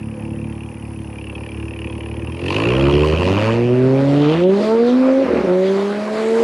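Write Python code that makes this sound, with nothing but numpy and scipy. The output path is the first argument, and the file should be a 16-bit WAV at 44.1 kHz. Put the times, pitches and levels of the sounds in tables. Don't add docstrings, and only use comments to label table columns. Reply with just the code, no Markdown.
import sys
import numpy as np
from scipy import signal
from scipy.io import wavfile
from scipy.ndimage import uniform_filter1d

SR = 44100
rng = np.random.default_rng(int(sys.argv[2]) if len(sys.argv) > 2 else 0)


def log_audio(samples):
    frames = np.atleast_2d(samples).T
    limited = np.clip(frames, -1, 1)
    pcm = np.round(limited * 32767).astype(np.int16)
    wavfile.write(sys.argv[1], SR, pcm)


def boost_factor(decibels):
    exponent = np.asarray(decibels, float) / 20
    return 10 ** exponent


N = 283563
T = np.arange(N) / SR

# frequency in Hz, width in Hz, level in dB.
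PIPE_MODES = [(72, 30, -4), (112, 30, -4), (155, 40, -4), (218, 30, -3), (255, 30, -5), (330, 28, 0),
              (425, 30, -7), (508, 28, -3), (598, 40, -15), (850, 300, -34)]
CYLINDER_OFFSETS = [.8, -.8, 1.3, -1.2, .3, -.5]
# time in seconds, share of the free idle 0-1, share of open throttle 0-1.
ENGINE_STATE = [
    (0, 1, 0),
    (.5, 1, 0),
    (.6, .6, 0),
    (1.05, .6, 0),
    (1.3, 0, 0),
    (2.2, 0, 0),
    (2.36, 0, 1),
    (6.43, 0, 1),
]
# time in seconds, half length in seconds, depth (1 is silence).
SPARK_CUTS = [(5.252, .004, 1), (5.275, .007, 1.1), (5.299, .005, 1.2), (5.324, .005, 1.2), (5.35, .003, 1),
              (5.376, .004, 1), (5.4, .005, 1), (5.428, .01, 1.1), (5.466, .005, 1)]
# time in seconds, effort in dB, sharpness of the blast in dB per octave, gas flow in dB.
ENGINE_DRIVE = [(0, -32.5, -8, -84), (.5, -29, 0, -62.5), (.6, -36, 2, -80), (1.2, -34, 0, -57.5),
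                (2.25, -30.5, -12, -54.5), (2.42, -32.5, -3.5, -46), (2.6, -30.5, -2, -33),
                (2.85, -23, -2.5, -31.5), (3.2, -26.5, -3.5, -37.5), (3.5, -28, -1.5, -30),
                (3.9, -25.5, -1, -30), (4.3, -26, -0.2, -32), (4.65, -31, 6, -36), (4.95, -20, -0.5, -34.5),
                (5.2, -24.5, 2.5, -36), (5.5, -32, 3, -35), (6.1, -36.5, 7, -33), (6.43, -29.5, 5.5, -29)]


def evened(x):
    return x / np.sqrt(np.mean(x ** 2) + 1e-20)


def curves(rows):
    s, *columns = np.transpose(rows)
    return [np.interp(T, s, c) for c in columns]


def bumps(rows):
    out = np.zeros(N)
    for s, half, height in rows:
        near = slice(*np.searchsorted(T, [s - 4 * half, s + 4 * half]))
        out[near] += height * np.exp(-((T[near] - s) / half) ** 2)
    return out


def read(points, hz):
    f, value = np.transpose(points)
    return np.interp(np.log(hz + 1), np.log(f + 1), value)


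def lowpass(x, order, hz):
    return signal.sosfilt(signal.butter(N=order, Wn=hz, fs=SR, output="sos"), x)


def resonate(x, hz, width):
    r = np.exp(-np.pi * width / SR)
    poles = [1, -2 * r * np.cos(2 * np.pi * hz / SR), r * r]
    once = signal.lfilter([1, 0, -1], poles, x)
    return evened(signal.lfilter([1], poles, once))


def ring(x, hz, width):
    turn = np.exp(2j * np.pi * np.cumsum(hz) / SR)
    r = np.exp(-np.pi * width / SR)
    return 2 * (turn * signal.lfilter([1 - r], [1, -r], x / turn)).real


def hiss(points, patchy_db, same):
    frames = N // 128 + 5
    hz = np.fft.rfftfreq(512, 1 / SR)
    a, b, c, d, patches = rng.standard_normal((frames, 257, 5)).T
    patches = uniform_filter1d(patches, 10, 0)
    patches = evened(uniform_filter1d(patches, 20, 1))
    mid = a + 1j * b
    side = np.sqrt(1 - same) * (c + 1j * d)
    colour = boost_factor(read(points, hz)[:, None] + patchy_db * patches)
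    z = np.array([mid + side, mid - side]) * colour
    return evened(signal.istft(z, nperseg=512, noverlap=384)[1][:, :N])


def close():
    return np.clip((3.47 - T) / 0.04 + .5, 0, 1)


def firing():
    return np.clip(1 - bumps(SPARK_CUTS), 0, 1)


def layers():
    # time in seconds, half length in seconds, extra dB.
    stumbles = [
        (2.9, 0.16, -3.5),
        (3.3, 0.21, 6.5),
        (4.62, 0.054, 13),
        (4.95, 0.19, -3),
        (5.36, 0.15, 17.5),
        (6.1, 0.29, 6),
    ]
    # time in seconds, half length in seconds, jet dB, hiss dB.
    surges = [(2.49, 0.12, 1.5, 10.5), (3.066, 0.058, 2.5, 6.5), (3.25, 0.12, 3, 8.5),
              (3.462, 0.099, 4.5, 5.5), (3.72, 0.29, -5, -8), (4.35, 0.055, 2.5, 0),
              (4.462, 0.027, -15, -13.5), (4.655, .08, 1.5, 9.5), (4.882, .04, 3, 4),
              (5.066, .04, 5.5, 1.5), (5.35, 0.15, 6, 1), (5.767, 0.13, 1, 5)]
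    effort_db, _, flow_db = curves(ENGINE_DRIVE)
    opened = curves(ENGINE_STATE)[1]
    idle_db, open_db = 2.5, 4.5
    burble_db = effort_db + idle_db + (open_db - idle_db) * opened + bumps(stumbles)

    free_db, loaded_db, load_s = -40.5, -32.5, 1.214
    snap_s, snap_db, snap_decay_s = 2.46, 12.5, 0.68
    away_s, away_db_per_s, away_db = 3.467, 42, 31
    loaded = np.clip((T - load_s) / 0.17 + .5, 0, 1)
    since = T - snap_s
    snap = snap_db * np.clip(since / 0.1 + .5, 0, 1) * np.exp(-np.maximum(since, 0) / snap_decay_s)
    away = np.clip((T - away_s) * away_db_per_s, 0, away_db)
    rasp_db = free_db + (loaded_db - free_db) * loaded + snap - away

    jet_db = flow_db + bumps([(s, half, db) for s, half, db, _ in surges])
    tyre_db = flow_db - 7.5 + bumps([(s, half, db) for s, half, _, db in surges])
    return burble_db, rasp_db, jet_db, tyre_db


def idle_orders(free):
    # multiple of the firing rate, level in dB.
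    free_orders = [(1, -38), (2, -5), (3, 0), (4, -3), (5, -8), (6, 0), (7, -7), (8, -14), (9, -5),
                   (10, -21), (11, -24), (12, -30), (13, -25), (14, -19), (15, -33), (16, -27), (17, -35),
                   (18, -37), (19, -32), (20, -32), (21, -32), (22, -29)]
    # multiple of the firing rate, level in dB.
    loaded_orders = [(1, -32), (2, 0), (3, 0), (4, -11), (5, -13), (6, -7), (7, -9), (8, -13), (9, -3),
                     (10, -20), (11, -11), (12, -17), (13, -20), (14, -18), (15, -30), (16, -22), (17, -34),
                     (18, -32), (19, -35), (20, -29), (21, -25), (22, -27)]
    free_gain, loaded_gain = (boost_factor(np.array(table)[:, 1:]) for table in (free_orders, loaded_orders))
    return free * free_gain + (1 - free) * loaded_gain


def open_orders(order, hot_hz, sharp_db, step):
    # frequency in Hz, level in dB.
    exhaust_colour = [(45, -19), (80, 7), (200, 10.5), (350, 9.5), (560, 4.5), (630, -6.5), (900, -19),
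                      (2800, -62.5)]
    # frequency in Hz, share 0-1.
    thrown_back = [(140, 0), (200, .4), (260, 0), (330, .6), (420, .9), (510, .6), (600, .88), (800, .7)]
    # [dB, from order 1 up].
    order_lean = [-0.5, 0, -1, -2.5, 1, .5]
    null_hz, spacing_hz = 421, 89
    short_share, short_null_hz, short_spacing_hz = .1, 486, 281
    long_return = np.clip(read(thrown_back, hot_hz), 0, .97) * np.exp(2j * np.pi * (hot_hz - null_hz) / spacing_hz)
    short_return = short_share * np.exp(2j * np.pi * (hot_hz - short_null_hz) / short_spacing_hz)

    blast_db = np.pad(order_lean, (0, len(order) - len(order_lean)))[:, None]
    blast_db = blast_db + sharp_db * np.log2(order)
    snarl_db = bumps([(4.72, 0.068, 9.9)])[::step]
    blast_db = blast_db + snarl_db * np.clip((hot_hz - 593) / 100, 0, 1)
    dip_hz, dip_width_hz, dip_db = 233, 52, -9
    blast_db = blast_db + dip_db * close()[::step] * np.exp(-((hot_hz - dip_hz) / dip_width_hz) ** 2)
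    return boost_factor(blast_db + read(exhaust_colour, hot_hz)) * abs(1 - (long_return + short_return))


def tone(hz, turns, heat, effort_db, sharp_db):
    step = 64
    order = np.arange(1, 23)[:, None]
    cool_hz = order * (hz / heat)[::step]
    pipe = sum((-1) ** k * boost_factor(db) / (1 + 2j * (cool_hz - mode) / width)
               for k, (mode, width, db) in enumerate(PIPE_MODES))
    free, opened = (share[::step] for share in curves(ENGINE_STATE))
    full = open_orders(order, 1.116 * cool_hz, sharp_db[::step], step)
    blend = (1 - opened) * idle_orders(free) + opened * full
    shift_db = bumps([(5.37, .09, -2)])
    gain = boost_factor((effort_db + shift_db)[::step]) * blend * pipe / abs(pipe)
    even = np.zeros(N)
    for k, row in enumerate(gain, 1):
        smooth = np.interp(T, T[::step], row.real) + 1j * np.interp(T, T[::step], row.imag)
        even += (smooth * np.exp(2j * np.pi * k * turns)).real
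    return np.sqrt(2) * even * firing()


def burble(turns, hz, heat, chance, level_db):
    count = turns.astype(int)
    off = np.take(CYLINDER_OFFSETS, count % 6) + 2.0 * chance[count]
    kicks = evened(np.diff(count, prepend=count[0]) * off / np.sqrt(hz))
    kicks = kicks + 1.1 * rng.standard_normal(N)
    soft = lowpass(kicks, 4, 690)
    rung = np.zeros(N)
    for k, (f, width, db) in enumerate(PIPE_MODES):
        weight = (-1) ** k * boost_factor(db - 22 * np.maximum(hz / f - 1, 0))
        rung += weight * ring(soft, f * heat, 0.51 * width)
    rumble_hz = 130
    low = signal.sosfiltfilt(signal.butter(N=2, Wn=rumble_hz, fs=SR, output="sos"), rung)
    rung = rung - np.clip(hz / rumble_hz - 1, 0, .8) * low
    return boost_factor(level_db - 6.5) * evened(rung) * firing()


def rasp(turns, hz, chance, level_db):
    # frequency in Hz, width in Hz, level in dB.
    tip_modes = [(2390, 230, 1), (2614, 326, 4.5), (2832, 890, 3.5), (1823, 370, -5.5), (3510, 660, -13.5),
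                 (5060, 1000, -18)]
    count = np.round(turns).astype(int)
    since = (turns - count) / hz + .0008
    short = np.minimum(np.sqrt(50 / hz), 1)
    decay_s = np.where(since < 0, .0016, .0034)
    burst = np.exp(-(since / short / decay_s) ** 2) + .05
    pattern = np.take(CYLINDER_OFFSETS, count % 6)
    drive = burst * np.sqrt(hz)
    tips = drive * boost_factor(short ** 2 * (1.3 * chance[count] + pattern))

    ringing, detune, start = rng.standard_normal((count[-1] + 1, len(tip_modes), 3)).T[..., count]
    ringing = boost_factor(2.5 * ringing)
    lift = 1 + bumps([(3.0, .3, .08)])
    fizz, clean = np.zeros(N), np.zeros(N)
    for g, d, p, (f, width, db) in zip(ringing, detune, start, tip_modes):
        fizz += boost_factor(db) * resonate(tips * g * rng.standard_normal(N), f, width)
        mode_hz = f * lift + 0.22 * width * d
        clean += boost_factor(db) * g * np.cos(2 * np.pi * (mode_hz * since + p))
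    clean = clean * (tips - tips * .05 / burst)
    ring_share = .6
    shaken = np.sqrt(1 - ring_share) * evened(fizz) + np.sqrt(ring_share) * evened(clean)
    shaken = signal.lfilter(*signal.iirnotch(3950, 3.5, SR), shaken)
    return boost_factor(level_db + 2.5) * shaken + heat_shield(burst, level_db)


def gas_flow(turns, jet_db, tyre_db):
    # frequency in Hz, level in dB per Hz.
    jet_colour = [(120, -41.5), (350, -4), (600, 7.5), (665, -19.5), (720, -2), (1150, -3.5), (1840, -10),
                  (2540, -12.5), (4000, -43), (5200, -58), (8800, -120)]
    # frequency in Hz, level in dB per Hz.
    tyre_colour = [(1180, -37.5), (2000, -3), (2330, -14.5), (2970, -6), (3540, -7.5), (4400, -7.5),
                   (5210, -13.5), (9850, -28), (10700, -30.5), (13100, -40), (14900, -57.5)]
    near_depth, far_depth = .58, .38
    depth = far_depth + (near_depth - far_depth) * close()
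    puff = evened(1 + depth * np.cos(2 * np.pi * turns))
    flow = boost_factor(jet_db + 6) * hiss(jet_colour, 2.28, 1.0) + boost_factor(tyre_db) * hiss(tyre_colour, 2.0, 1.0)
    return puff * flow


def insects():
    # time in seconds, level in dB.
    buzz_level = [
        (0, -55),
        (1, -52.5),
        (2.4, -52.5),
        (2.8, -54),
        (3.5, -64),
        (4.5, -70),
        (5.5, -67),
        (6.43, -55),
    ]
    beat = evened(.45 + (.5 + .5 * np.cos(2 * np.pi * 67.6 * T)) ** 2)
    near, left, right = rng.standard_normal((3, N))
    buzz = []
    for far in (left, right):
        main = resonate(resonate(near + 1.4 * far, 9900, 620), 9950, 900)
        buzz.append(main + .14 * resonate(far, 9200, 900))
    buzz = evened(lowpass(buzz, 6, 11000))
    lean = boost_factor(np.array([[1.2], [-1.2]]))
    return boost_factor(curves(buzz_level)[0]) * beat * buzz * lean


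def open_field():
    # frequency in Hz, level in dB per Hz.
    field_colour = [(320, -32), (550, 7.5), (626, -19), (781, 2.5), (976, -1), (1280, -10), (1810, -10),
                    (2110, -10.5), (2550, -11), (3920, -29), (5260, -22.5), (8010, -32), (9000, -20),
                    (11400, -43), (12400, -62), (13900, -51), (15000, -66.5)]
    return boost_factor(-44) * hiss(field_colour, 2.0, 0.91)


def heat_shield(burst, level_db):
    # time in seconds, peak level in dB.
    shield_hits = [(2.506, -15), (2.586, -14.5), (2.717, -17.5), (2.883, -10.5), (2.967, -19),
                   (3.038, -13.5), (3.124, -14), (3.21, -14), (3.274, -14), (3.378, -14), (3.478, -14)]
    knock = resonate(evened(burst + 0.11) * rng.standard_normal(N), 995, 250)
    rattle = bumps([(s + 0.01, .018, boost_factor(db - 10)) for s, db in shield_hits])
    return (rattle + boost_factor(level_db - 13.5)) * knock


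def low_throbs(turns):
    # order, time in seconds, half length in seconds, level in dB.
    throbs = [
        (1 / 2, 4.385, 0.055, -37),
        (1 / 3, 5.35, 0.1, -35),
        (1 / 3, 3.52, .12, -48),
    ]
    return sum(bumps([(s, half, boost_factor(db))]) * np.cos(2 * np.pi * k * turns) for k, s, half, db in throbs)


def turbo():
    # time in seconds, half length in seconds, frequency in Hz, width in Hz, level in dB.
    gusts = [
        (4.322, 0.19, 2930, 1490, -33),
        (4.905, 0.057, 3700, 905, -39.5),
        (5.668, 0.039, 3440, 900, -37),
        (6.303, 0.23, 7400, 2500, -48),
    ]
    crackle = rng.random(N) < 250 / SR
    air = rng.standard_normal(N) * (1 + 10.0 * crackle)
    return sum(bumps([(s, half, boost_factor(db))]) * resonate(air, f, width) for s, half, f, width, db in gusts)


def car():
    # time in seconds, firings a second in Hz.
    firing_rate = [(0.0, 36.04), (0.742, 36.89), (1.169, 35.44), (1.41, 36.35), (2.195, 37.42),
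                   (2.462, 44.91), (2.766, 66.54), (3.126, 78.69), (3.417, 107.35), (3.546, 116.61),
                   (4.262, 148.54), (4.47, 187.95), (4.641, 213.59), (4.975, 257.17), (5.217, 269.81),
                   (5.477, 178.92), (5.655, 191.0), (6.43, 231.55)]
    # time in seconds, factor.
    gas_heat = [(0, .99), (2.3, .99), (2.5, 1.03), (3, 1.1), (3.6, 1.116), (6.43, 1.116)]
    # delay in seconds, level in dB.
    road_echoes = [(.0031, -51), (.0085, -15.5), (0.011, -19), (0.024, -29)]
    (hz,), (heat,) = curves(firing_rate), curves(gas_heat)
    burble_db, rasp_db, jet_db, tyre_db = layers()
    turns = np.cumsum(hz) / SR + .86
    thump = turns - 0.003096 * hz
    chance = rng.standard_normal((int(turns[-1]) + 3, 2))

    flutter = boost_factor(uniform_filter1d(chance[thump.astype(int), 0], size=120))
    effort_db, sharp_db, _ = curves(ENGINE_DRIVE)
    even = tone(hz, thump, heat, effort_db, sharp_db) + np.sqrt(2) * low_throbs(thump)
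    even = flutter * even
    wide = 0.016 * np.array([[1], [-1]]) * (np.roll(even, 150) - even)

    rough = burble(thump, hz, heat, chance[:, 0], burble_db) + rasp(turns, hz, chance[:, 1], rasp_db)
    echoes = np.array([sum(boost_factor(db) * np.roll(rough, round(s * SR * late)) for s, db in road_echoes)
                       for late in (1, 1.002)])
    return even + wide + turbo() + rough + echoes + gas_flow(turns, jet_db, tyre_db)


def scene():
    # time in seconds, left minus right in dB.
    drift = [(0, 0), (2.4, 0), (3, -1), (3.6, -.6), (5, -.4), (6.43, -.3)]
    pan = boost_factor(np.array([[.5], [-.5]]) * curves(drift)[0])
    return car() * pan + insects() + open_field()


def top_cut(x):
    return signal.sosfilt(signal.butter(12, 15010, fs=SR, output="sos"), x)


def record(dry):
    bass_cut = signal.butter(N=4, Wn=47, btype="high", fs=SR, output="sos")
    cut = signal.sosfilt(bass_cut, dry)
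    mix = 1.244 * np.tanh(cut / 1.35)
    return top_cut(mix)


dry = scene()
out = record(dry)
log_audio(out)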